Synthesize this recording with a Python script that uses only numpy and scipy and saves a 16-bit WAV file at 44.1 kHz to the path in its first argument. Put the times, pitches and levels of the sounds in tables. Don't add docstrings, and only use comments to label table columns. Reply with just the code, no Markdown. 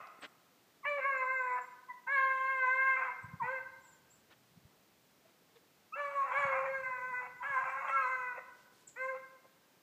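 import sys
import numpy as np
from scipy import signal
from scipy.fft import rfft, irfft
from scipy.io import wavfile
from scipy.ndimage import uniform_filter1d

SR = 44100
rng = np.random.default_rng(int(sys.argv[2]) if len(sys.argv) > 2 else 0)


def voltage_ratio(level):
    return 10 ** (np.asarray(level, float) / 20)


def store_pcm(level_fs):
    pcm = np.round(np.clip(level_fs, -1, 1) * 32767).astype(np.int16)
    wavfile.write(sys.argv[1], SR, np.atleast_2d(pcm).T)


N = 433062
T = np.arange(N) / SR


def evened(x):
    return x / np.sqrt(np.mean(x ** 2) + 1e-20)


def read(points, hz):
    f, value = np.transpose(points)
    return np.interp(np.log(hz + 1), np.log(f + 1), value)


def add(mix, s, sound):
    part = mix[round(s * SR):][:len(sound)]
    part += sound[:len(part)]


def unroll(rows):
    s, *columns = np.transpose(rows)
    t = np.arange(s[0], s[-1], 1 / SR)
    return t, [np.interp(t, s, c) for c in columns]


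def phase(hz):
    return 2 * np.pi * np.cumsum(hz) / SR


def resonate(x, hz, width):
    b, a = signal.iirpeak(hz, hz / width, SR)
    return signal.lfilter(b, a, signal.lfilter(b, a, x))


def wander(length, span):
    size = int(span * SR)
    return evened(uniform_filter1d(uniform_filter1d(rng.standard_normal(length), size), size))


def coloured(colour):
    gain = voltage_ratio(read(colour, np.fft.rfftfreq(N, 1 / SR)))
    return evened(irfft(rfft(rng.standard_normal(N)) * gain, N))


# f/Hz, level/dB per Hz
AIR_COLOUR = [(40, -53), (100, -20), (170, -3.5), (350, -3.5), (700, -7), (1200, -10), (2500, -13),
              (5000, -16), (8000, -19.5), (10000, -23.5), (12500, -20.5), (15000, -17)]


def air():
    return voltage_ratio(-68) * coloured(AIR_COLOUR)


# f/Hz, level/dB per Hz
WIND_COLOUR = [(30, -36.5), (60, -19), (110, -1), (160, 0), (220, -8), (300, -21.5), (400, -59)]
# t/s of arrival, rumble level/dB
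BREEZES = [
    (3.301, -83),
    (6.55, -79.5),
]
# t/s of the middle, length/s, level/dB
GUSTS = [
    (0.01, 0.027, -73),
    (.28, .1, -99),
    (3.3, 0.11, -56),
    (3.445, 0.027, -53),
    (4.6, 0.18, -74),
    (6.434, 0.13, -74),
    (7.5, .02, -74),
    (7.645, 0.016, -78),
]
# t/s, peak level/dB, f/Hz
EDDIES = [(3.239, -40, 123), (3.333, -35, 145.2), (3.413, -42, 161), (4.57, -47, 164), (4.643, -49.5, 101),
          (6.446, -38, 143), (6.715, -58, 145), (6.897, -54, 185), (7.108, -50, 192), (7.495, -50, 132),
          (7.631, -53, 127)]


def wind():
    rise, fall, gust_edge = 69, 8.4, 880
    calm_db, calm_rumble_db, buffet_over_rumble_db = -82, -101, 12
    breeze = sum(voltage_ratio(db - np.maximum(rise * (s - T), fall * (T - s))) for s, db in BREEZES)
    gusts = sum(voltage_ratio(db - gust_edge * np.maximum(abs(T - s) - length / 2, 0)) for s, length, db in GUSTS)
    buffet = voltage_ratio(calm_db) + voltage_ratio(buffet_over_rumble_db) * breeze + gusts
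    out = buffet * voltage_ratio(-3.5 + 0.99 * wander(N, 0.0093)) * coloured(WIND_COLOUR)
    rumble = coloured([(30, -15.0), (75, 10.5), (130, -25.0)])
    out += (voltage_ratio(calm_rumble_db) + breeze) * voltage_ratio(1.5 * wander(N, 0.043)) * rumble
    for s, db, hz in EDDIES:
        t = np.arange(0, 2.46 / hz, 1 / SR)
        add(out, s, voltage_ratio(db - 5.5) * np.cos(2 * np.pi * hz * (t - t[-1] / 2)) * np.hanning(len(t)))
    return out


# t/s of the middle, length/s, level/dB, upper edge f/Hz
RUSTLES = [
    (0.072, .005, -60, 5000),
    (0.239, .044, -46.5, 2900),
    (4.317, 0.041, -62, 3200),
    (4.705, 0.11, -75.5, 1810),
    (5.282, 0.061, -75, 3000),
    (5.565, 0.025, -66.5, 4000),
    (8.892, 0.02, -66, 9200),
    (9.451, 0.027, -65, 965),
    (8.59, 0.14, -72.5, 7000),
    (8.79, 0.17, -71, 8500),
]
# t/s, length/s, f/Hz, level/dB
CREAKS = [
    (0.188, 0.0058, 333, -68),
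    (5.247, 0.025, 650, -77),
    (5.548, 0.043, 466, -76),
]


def handling():
    out = np.zeros(N)
    for s, length, db, edge_hz in RUSTLES:
        grit = rng.standard_normal(9000) * voltage_ratio(1.6 * wander(9000, 0.0024))
        band = signal.butter(3, [220, edge_hz], "band", fs=SR)
        dull = signal.lfilter(*band, grit)[:int(length * 1.4 * SR)]
        add(out, s - 0.62 * length, voltage_ratio(db) * evened(dull) * signal.windows.tukey(len(dull), .8))
    for s, length, hz, db in CREAKS:
        t = np.arange(0, length, 1 / SR)
        add(out, s, voltage_ratio(db + 16.5) * np.sin(2 * np.pi * hz * t) * np.hanning(len(t)))
    return out


# t/s, length/s, start f/Hz, end f/Hz, level/dB
CHIPS = [
    (0.197, 0.055, 8560, 7400, -58),
    (3.221, 0.031, 8250, 7540, -63),
    (3.62, .22, 4050, 3950, -77),
    (7.375, .04, 7350, 6600, -66),
    (8.868, 0.02, 8600, 6150, -41),
    (8.875, 0.0127, 8400, 6740, -41),
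    (8.886, 0.012, 6400, 4370, -60),
]
# t/s, f/Hz, level/dB
TWEETS = [(1.168, 7100, -64), (1.238, 7430, -69), (1.315, 7500, -65), (1.36, 7110, -67),
          (1.408, 7500, -65.5), (1.45, 7400, -69), (1.49, 7370, -69), (1.52, 7540, -67), (1.55, 7300, -66),
          (1.608, 7400, -62), (1.643, 7550, -69), (1.70, 7200, -72)]
# t/s, length/s, start f/Hz, warble rate/Hz, level/dB
TRILLS = [
    (3.793, 0.19, 7550, 18.5, -60),
    (4.092, 0.08, 7620, 23, -56.5),
]


def bird():
    tweet_s, tweet_rise_hz, warble_hz, sag_hz_per_s = 0.045, 120, 330, 1700
    out = np.zeros(N)
    notes = [(*row, 0, 0) for row in CHIPS]
    for s, hz, db in TWEETS:
        notes.append((s, tweet_s, hz - tweet_rise_hz / 2, hz + tweet_rise_hz / 2, db, 0, 0))
    for s, length, hz, rate, db in TRILLS:
        notes.append((s, length, hz, hz - sag_hz_per_s * length, db, rate, warble_hz))
    for s, length, from_hz, to_hz, db, rate, swing_hz in notes:
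        t = np.arange(0, length, 1 / SR)
        glide = from_hz + (to_hz - from_hz) * t / length
        hz = glide + swing_hz * np.cos(2 * np.pi * rate * t) + 60 * wander(len(t), 0.0021)
        fade_db = 4.0 * (from_hz - to_hz) / 1000 * t / length
        shape = signal.windows.tukey(len(t), .6 if length > .025 else 1)
        shape = shape * voltage_ratio(3.2 * wander(len(t), 0.0072) - fade_db)
        add(out, s, voltage_ratio(db - 5.5) * shape * np.sin(phase(hz)))
    return out


# f/Hz, width/Hz, level/dB
EARLIER_LINES = [
    (760, 380, 0),
    (1068, 140, 6.5),
    (1233, 220, 7.5),
    (2030, 190, -1),
    (2520, 160, -4.5),
]


def earlier():
    noise = rng.standard_normal(N)
    lines = sum(voltage_ratio(db) * resonate(noise, f, w) for f, w, db in EARLIER_LINES)
    return voltage_ratio(-49.5 - 60 * T) * evened(lines)


def squeak(rows):
    t, (hz, db, octave_db) = unroll(rows)
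    turn = phase(uniform_filter1d(hz, 200))
    tone = voltage_ratio(db + 7.5) * np.sin(turn) + voltage_ratio(octave_db + 13.0) * np.sin(2 * turn)
    return t[0], tone * signal.windows.tukey(len(t), min(800 / len(t), 1))


# t/s, pitch f/Hz, level/dB, octave level/dB
SQUEAL = [
    (7.89, 1269, -44, -69),
    (7.914, 1326, -42.5, -56.5),
    (7.946, 1359, -36, -77),
    (8.028, 1272, -41.5, -55.5),
    (8.076, 1214, -52.5, -88),
    (8.214, 1317, -56.5, -86),
    (8.3, 1240, -71, -86),
]


def squeal():
    return squeak(SQUEAL)


# t/s, length/s, start f/Hz, end f/Hz, peak level/dB
YELPS = [
    (0.827, 0.056, 1242, 880, -50),
    (1.882, 0.055, 1068, 961, -46),
    (2.063, 0.044, 989, 887, -47.5),
    (3.396, 0.071, 1156, 843, -36),
    (5.92, 0.057, 1160, 1385, -44),
    (7.4, 0.053, 990, 983, -44),
]
YELP_SHRILL = [6, 9, 0, -11, 5, 1.5]


def yelps():
    steps = [(0, 0, -9.5, -25), (0.381, 0.706, 0, 0), (1, 1, -19, 0)]
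    out = np.zeros(N)
    for (s, length, from_hz, to_hz, db), shrill_db in zip(YELPS, YELP_SHRILL):
        octave_db = db + shrill_db - 21.5 + .05 * (from_hz - 1000)
        rows = [(s + u * length, from_hz + g * (to_hz - from_hz), db + d, octave_db + d + o)
                for u, g, d, o in steps]
        add(out, *squeak(rows))
    return out


# f/Hz, level/dB
OVERTONES = [(2100, 5), (2700, -17), (3150, -20), (3500, -31.5), (4100, -31), (5000, -62), (7500, -55),
             (9500, -70)]


def clean_stack(turn, hz, third_db, fourth_db, bright, gap_db):
    size = len(turn)

    def overtone(k):
        level = voltage_ratio(read(OVERTONES, k * hz) + 0.48 * k * wander(size, 0.027))
        return level * np.cos(k * turn + .4 * k * k)

    upper = voltage_ratio(gap_db) * (overtone(6) + overtone(7)) + sum(overtone(k) for k in range(8, 18))
    return_top = overtone(5) + bright * upper
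    return (np.cos(2 * turn), voltage_ratio(third_db) * np.cos(3 * turn + 1),
            voltage_ratio(fourth_db) * (np.cos(4 * turn + 2)), voltage_ratio(fourth_db) * return_top)


# f/Hz, level/dB
HALVES = [(1330, 4), (1850, 0), (2400, 1.5), (2900, -29)]


def half_pitch(turn, hz, low_half_db, deep):
    halves = 0
    for k in range(5, 13, 2):
        level = voltage_ratio(read(HALVES, k * hz / 2) + 4.9 * wander(len(turn), 0.042))
        halves = halves + level * np.cos(k * turn / 2)
    lowest = 0.14 * voltage_ratio(low_half_db) * deep * np.cos(3 * turn / 2)
    return evened(halves) + lowest


def loose_folds(turn, hz):
    size = len(turn)
    puffs = (0.22 + np.cos(turn / 2) ** 2) * rng.standard_normal(size) * voltage_ratio(6.0 * wander(size, 0.0045))
    slips = turn / 2 + phase(0.038 * hz * wander(size, 0.01607))
    lines = sum(np.cos(k * slips + k * k) for k in range(2, 12))
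    return evened(lines) + 0.8 * evened(puffs)


# f/Hz, width/Hz, level/dB
RASP = [
    (610, 110, -8),
    (1021, 760, 19),
    (1359, 88, 4),
    (1950, 330, 11),
    (2534, 270, 6.5),
]


def throat_rasp(chaos, low_hz, low_gain, high_rasp_db):
    tuned = [(low_hz, *RASP[0][1:])] + RASP[1:]
    bands = [voltage_ratio(db) * evened(resonate(chaos, f, w)) for f, w, db in tuned]
    middle = signal.lfilter(*signal.butter(2, 730, "high", fs=SR), sum(bands[1:3]))
    noise = low_gain * bands[0] + middle + voltage_ratio(high_rasp_db) * sum(bands[3:])
    noise = noise * voltage_ratio(2.6 * wander(len(chaos), .004))
    throat = signal.cheby1(8, 1, [460, 2700], "band", fs=SR, output="sos")
    return evened(signal.sosfilt(throat, noise))


def escaping_air(turn):
    size = len(turn)
    streaks = 0
    for k in range(10, 18):
        streaks = streaks + wander(size, 0.004) * voltage_ratio(4.3 * wander(size, 0.08)) * np.cos(k * turn)
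    return evened(streaks) + 1.5 * rng.standard_normal(size)


def bay(rows, manner, throat, gap_db, low_hz, third_shift_db):
    chest_from_db, chest_to_db, half_db, nasal_db, top_db = manner
    high_rasp_db, release_s, low_half_db, low_rasp_db = throat
    t, (hz, effort_db, mouth, rasp_db) = unroll(rows)
    size, age = len(t), t - t[0]
    share = age / (t[-1] - t[0])

    third_db = np.interp(mouth, [0, 1], [-22.5, 16]) + np.interp(share, [0, 1], third_shift_db)
    fourth_db = np.interp(mouth, [0, 1], [-25.5, 13.5]) + nasal_db
    second_db = effort_db - 10 * np.log10(1 + voltage_ratio(2 * third_db) + voltage_ratio(2 * fourth_db))
    rasp, half = voltage_ratio(rasp_db), voltage_ratio(half_db + 0.65 * rasp_db)
    bright = voltage_ratio(top_db - 13 * (share - 1.5)) * np.minimum(age / .04, 1) ** 2
    bright = bright * (1 + .2 * wander(size, 0.0077)) * np.clip(1 - rasp, 0, 1) ** 2
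    deep = voltage_ratio(17 * share ** 5)

    hz = uniform_filter1d(hz, 500)
    steady = phase(uniform_filter1d(hz, 900))
    hz = hz * (1 + (0.0013 + 0.012 * rasp) * wander(size, 0.0064))
    turn = phase(hz)
    chest = voltage_ratio(chest_from_db + (chest_to_db - chest_from_db) * share) * np.minimum(age / 0.071, 1)
    chest = chest * np.minimum((t[-1] - t) / release_s, 1) * np.cos(steady)

    beads = [voltage_ratio((3.0 + 4.6 * rasp) * np.minimum(wander(size, 0.023), 1)) for _ in range(3)]
    second, third, fourth, top = clean_stack(turn, hz, third_db, fourth_db, bright, gap_db)
    clean = beads[0] * second + beads[1] * third + beads[2] * fourth + top
    halves = half_pitch(turn, hz, low_half_db, deep)
    chaos = loose_folds(turn, hz)
    noise = throat_rasp(chaos, low_hz, voltage_ratio(low_rasp_db) * deep, high_rasp_db)
    gasps = escaping_air(turn)
    nearing = voltage_ratio(1.62 * t[0])
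    haze = nearing * voltage_ratio(-46.5 + 1.6 * wander(size, 0.044)) * evened(resonate(gasps, 6860, 3100))
    grain = voltage_ratio(-42) * evened(resonate(gasps, 3750, 720))
    leak = voltage_ratio(-24) * (1 - share) * evened(resonate(chaos + gasps, 3200, 520))

    effort = uniform_filter1d(voltage_ratio(effort_db), 2500)
    voice = voltage_ratio(second_db + 5.5) * np.sqrt(np.clip(1 - rasp ** 2, .15, 1)) * clean
    voice += voltage_ratio(2.0) * chest
    voice += effort * (half * halves + rasp * (noise + leak) + haze + grain)
    return t[0], voice * signal.windows.tukey(size, 1300 / size)


# t/s, pitch f/Hz, effort level/dB, mouth opening/0-1, rasp level/dB against effort
PUSH_1 = [(.845, 546.4, -38, 0.4, 2), (.881, 588.2, -37.5, 0.81, -24), (.959, 572, -40, 0.37, -30),
          (.985, 561.5, -47, 0.58, -8), (1.01, 530, -30, 0.9, -6.5)]
PUSH_2 = [(.995, 529.4, -47, 0.94, -5.5), (1.027, 516.8, -39.5, 1, -20), (1.071, 562.3, -34.5, 0.31, -52),
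          (1.151, 526.5, -38, 0.96, -15.5), (1.254, 510.6, -37.5, 0.23, -27.5),
          (1.336, 530, -38, 0.88, -55), (1.432, 506.2, -40, 0.45, -24), (1.5, 499.8, -38, 0.4, -20.5),
          (1.562, 495, -41.5, 0.33, -12.5), (1.603, 492, -51.5, 0.59, 6)]
PUSH_3 = [(2.065, 504.5, -42.5, 0.74, -5), (2.129, 570, -33.5, 0.63, -43.5), (2.18, 534, -33, 0.61, -45),
          (2.398, 526.6, -33.5, 0.31, -50), (2.527, 533.7, -38, 0.75, -37.5), (2.677, 507, -32, 0.43, -44),
          (2.739, 524, -35.5, 0.65, -36), (2.874, 531.8, -31.5, 0.65, -38.5),
          (2.97, 520.5, -33.5, 0.55, -33.5)]
PUSH_4 = [(2.958, 524.2, -34, 0.75, -15), (2.996, 525.2, -39, 0.72, -6.5), (3.019, 505.8, -40.5, 0.87, -5),
          (3.055, 520.8, -39.5, 0.41, -1), (3.091, 494.6, -45, 0.3, -7), (3.124, 498.4, -48, 0.3, 0.5),
          (3.17, 497, -69, 0.3, 1)]
PUSH_5 = [(3.415, 459.5, -43, 0.38, -5), (3.446, 485.6, -43.5, 0.87, -8.5),
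          (3.481, 502.7, -40.5, 0.51, -4.5), (3.522, 534, -41, 0.56, -30), (3.56, 525.2, -44, 1, -20),
          (3.601, 512.5, -44, 0.93, -1)]
PUSH_6 = [(5.949, 506, -50, 0.47, 0.5), (5.976, 574, -45, 0.48, -9), (5.999, 581, -41.5, 0.5, -7.5),
          (6.053, 570.6, -41.5, 0.26, -17.5), (6.115, 563, -43.5, 0.21, -6.5),
          (6.178, 560, -35.5, 0.037, -25), (6.222, 545, -36, 0.039, -13.5), (6.271, 526, -45.5, 0.28, 2.5),
          (6.319, 492, -38.5, 0.27, -4)]
PUSH_7 = [(6.305, 495.5, -37.5, 0.22, -4), (6.344, 534.6, -40.5, 0.75, -0.5),
          (6.389, 578.7, -33, 0.33, -8.5), (6.504, 536, -37.5, 0.38, -4), (6.55, 530.5, -37.5, 0.63, -0.5),
          (6.64, 530, -42, 0.34, 0), (6.667, 567, -55, 0.85, 8.5)]
PUSH_8 = [(6.649, 510.3, -36.5, 0.3, -9), (6.683, 536.4, -49.5, 0.46, -2), (6.753, 537.7, -42.5, 0.86, -33),
          (6.809, 524.7, -45.5, 0.64, -34), (6.85, 534, -65, .65, -32)]
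PUSH_9 = [(6.825, 519.3, -42.5, 0.68, -23), (6.926, 510, -41.5, 0.45, -20), (6.999, 499.6, -45, 0.57, -18),
          (7.096, 513.3, -41.5, 0.44, -26), (7.13, 492.7, -43.5, 0.33, -18),
          (7.195, 503.6, -42.5, 0.92, -16), (7.235, 498.4, -49, 0.29, -1.5), (7.282, 488, -50, 0.25, 3)]
PUSH_10 = [(7.42, 514.4, -44.5, 0.92, 4), (7.48, 572.4, -40.5, 0.59, -10), (7.576, 511.5, -34, 0.35, -9),
           (7.611, 541, -41.5, 0.6, -1), (7.691, 526.8, -39.5, 0.27, -0.5),
           (7.728, 532.8, -40.5, 0.29, -3.5), (7.798, 538.6, -39, 0.3, -5.5),
           (7.84, 553.6, -41, 0.44, -2.5), (7.89, 537, -40, 0.97, 1)]
PUSH_11 = [(7.875, 527.2, -36.5, 0.5, 6), (7.941, 554.2, -39, 0.91, -20), (8.006, 534, -37, 0.39, -8.5),
           (8.064, 502.7, -36.5, 0.44, -23.5), (8.108, 521, -41, 0.45, -14),
           (8.154, 511.9, -41.5, 0.6, -11.5), (8.301, 495.4, -46, 0.62, -21),
           (8.371, 489.3, -48.5, 0.41, -1.5), (8.402, 474, -52.5, 0.58, 7)]
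PUSH_12 = [(8.954, 438, -53, 0.46, -9), (8.984, 513, -45, 0.91, -15), (9.019, 521.3, -42.5, 0.73, -30),
           (9.067, 524.5, -40.5, 0.48, -30), (9.104, 533.2, -48, 0.99, -26), (9.139, 518, -57.5, 0.42, 0.5),
           (9.184, 516, -53, 1, 6.5)]
# chest note level/dB at start, at end, half-pitch level/dB, fourth overtone level/dB,
# top overtones level/dB
MANNERS = [(-33, -36, -15, 5.5, -4), (-44, -51, -1, 1, -20), (-47, -49.5, -7.5, 0.3, -15),
           (-46.5, -64.5, -2.5, -2, -16), (-49.5, -37.5, -10, -2, -8), (-34, -56, -8, 3, 4),
           (-40, -37.5, -7.5, 1.5, 8.5), (-31.5, -49, -0.5, -0.5, -0.5), (-58.5, -55, -4.5, 1.5, -21),
           (-52.5, -56, -11, -2, -5), (-47, -59.5, -15, 1, -9), (-46, -39.5, -8, -0.2, -14)]
# upper rasp level/dB, chest release/s, lowest half-pitch level/dB, low rasp level/dB
THROATS = [(1.5, 0.0047, 9, -1), (-2, 0.037, 1.5, 1.5), (3, 0.0093, -2.5, 3), (-2, 0.036, 3, -3),
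           (0, 0.081, -4, 1), (-6.5, 0.011, -9, -13), (-5.5, 0.0072, 12.5, -8), (-1, 0.0087, -3, 2),
           (-1.5, 0.033, -1.5, 8.5), (-4.5, 0.0091, -6, -13), (4, 0.017, -1, 16.5), (-1, 0.046, -4, -5)]
GAPS = [-12, -16, -6, -4, -12, -12, -11, -20, -18, -16, -15, -12]
LOW_RASP = [640, 790, 640, 800, 800, 640, 760, 640, 704, 760, 579, 640]
# level/dB at start, level/dB at end
THIRD_SHIFTS = [(0.1, 0.1), (-0.34, 1.8), (3, 0.1), (0.1, 0.1), (1.3, 0.1), (-0.19, 0.1), (-0.7, 0.1),
                (1.8, 1.4), (0.1, 4.9), (-1, 0.1), (-1, 2), (0.61, 0.1)]


def baying():
    out = np.zeros(N)
    pushes = [PUSH_1, PUSH_2, PUSH_3, PUSH_4, PUSH_5, PUSH_6,
              PUSH_7, PUSH_8, PUSH_9, PUSH_10, PUSH_11, PUSH_12]
    for push in zip(pushes, MANNERS, THROATS, GAPS, LOW_RASP, THIRD_SHIFTS):
        add(out, *bay(*push))
    return out


# f/Hz, t60/s
WOOD_DECAY = [(400, 0.94), (1060, 1.07), (1600, 0.99), (2790, 0.64), (5000, 0.94), (7500, 0.24)]
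# f/Hz, level/dB
LEAVES = [(500, -4), (1000, -2.5), (1500, -0.9), (3000, 1), (7500, 8.5)]
# delay t/s, level/dB
TRUNKS = [
    (.011, -17.5),
    (.027, -20),
    (.046, -19),
    (.071, -20),
]


def wood(x):
    taps, trunks = np.zeros((2, SR))
    at = np.arange(300, SR - 20, 20)
    taps[at + rng.integers(0, 20, len(at))] = rng.choice([-1., 1.], len(at))
    hz, t, z = signal.stft(taps, SR, nperseg=256)
    decay_db = -60 * t / read(WOOD_DECAY, hz)[:, None] + read(LEAVES, hz)[:, None]
    tail = signal.istft(z * voltage_ratio(decay_db), SR, nperseg=256)[1][:SR]
    tail *= voltage_ratio(-5) / np.sqrt(np.log(1000) ** -1 * SR / 40)
    for delay, db in TRUNKS:
        trunks[int(delay * SR)] = voltage_ratio(db)
    near = signal.fftconvolve(x, signal.lfilter(*signal.butter(2, 3500, fs=SR), trunks))[:N]
    sway_s, span_s = .00008, .022
    scatter = np.interp(T + sway_s * wander(N, span_s), T, signal.fftconvolve(x, tail)[:N])
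    return x + near + scatter * voltage_ratio(.6 * wander(N, span_s))


def scene():
    far = bird() + yelps() + baying()
    add(far, *squeal())
    return (air() + wind() + handling() + earlier() + voltage_ratio(-1.0) * wood(far))[None]


def masked(x):
    z = signal.stft(x, nperseg=1024, noverlap=768)[2]
    power = uniform_filter1d(uniform_filter1d(abs(z) ** 2, size=5, axis=0), size=3, axis=1)
    shadow = signal.lfilter([.1], [1, -.85], power, axis=0)
    over_db = 10 * np.log10(power / (shadow + 1e-20) + 1e-20)
    keep = np.clip((over_db + 25) / 3, .04, 1)
    return signal.istft(z * keep, nperseg=1024, noverlap=768)[1][:N]


def band_limit(x):
    return signal.sosfilt(signal.butter(12, 16220, fs=SR, output="sos"), x)


def record(dry):
    edge = signal.firwin(511, 15330, window=("kaiser", 9), fs=SR)
    mix = signal.oaconvolve(masked(dry[0]), edge, "same")[None]
    return band_limit(mix)


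dry = scene()
out = record(dry)
store_pcm(out)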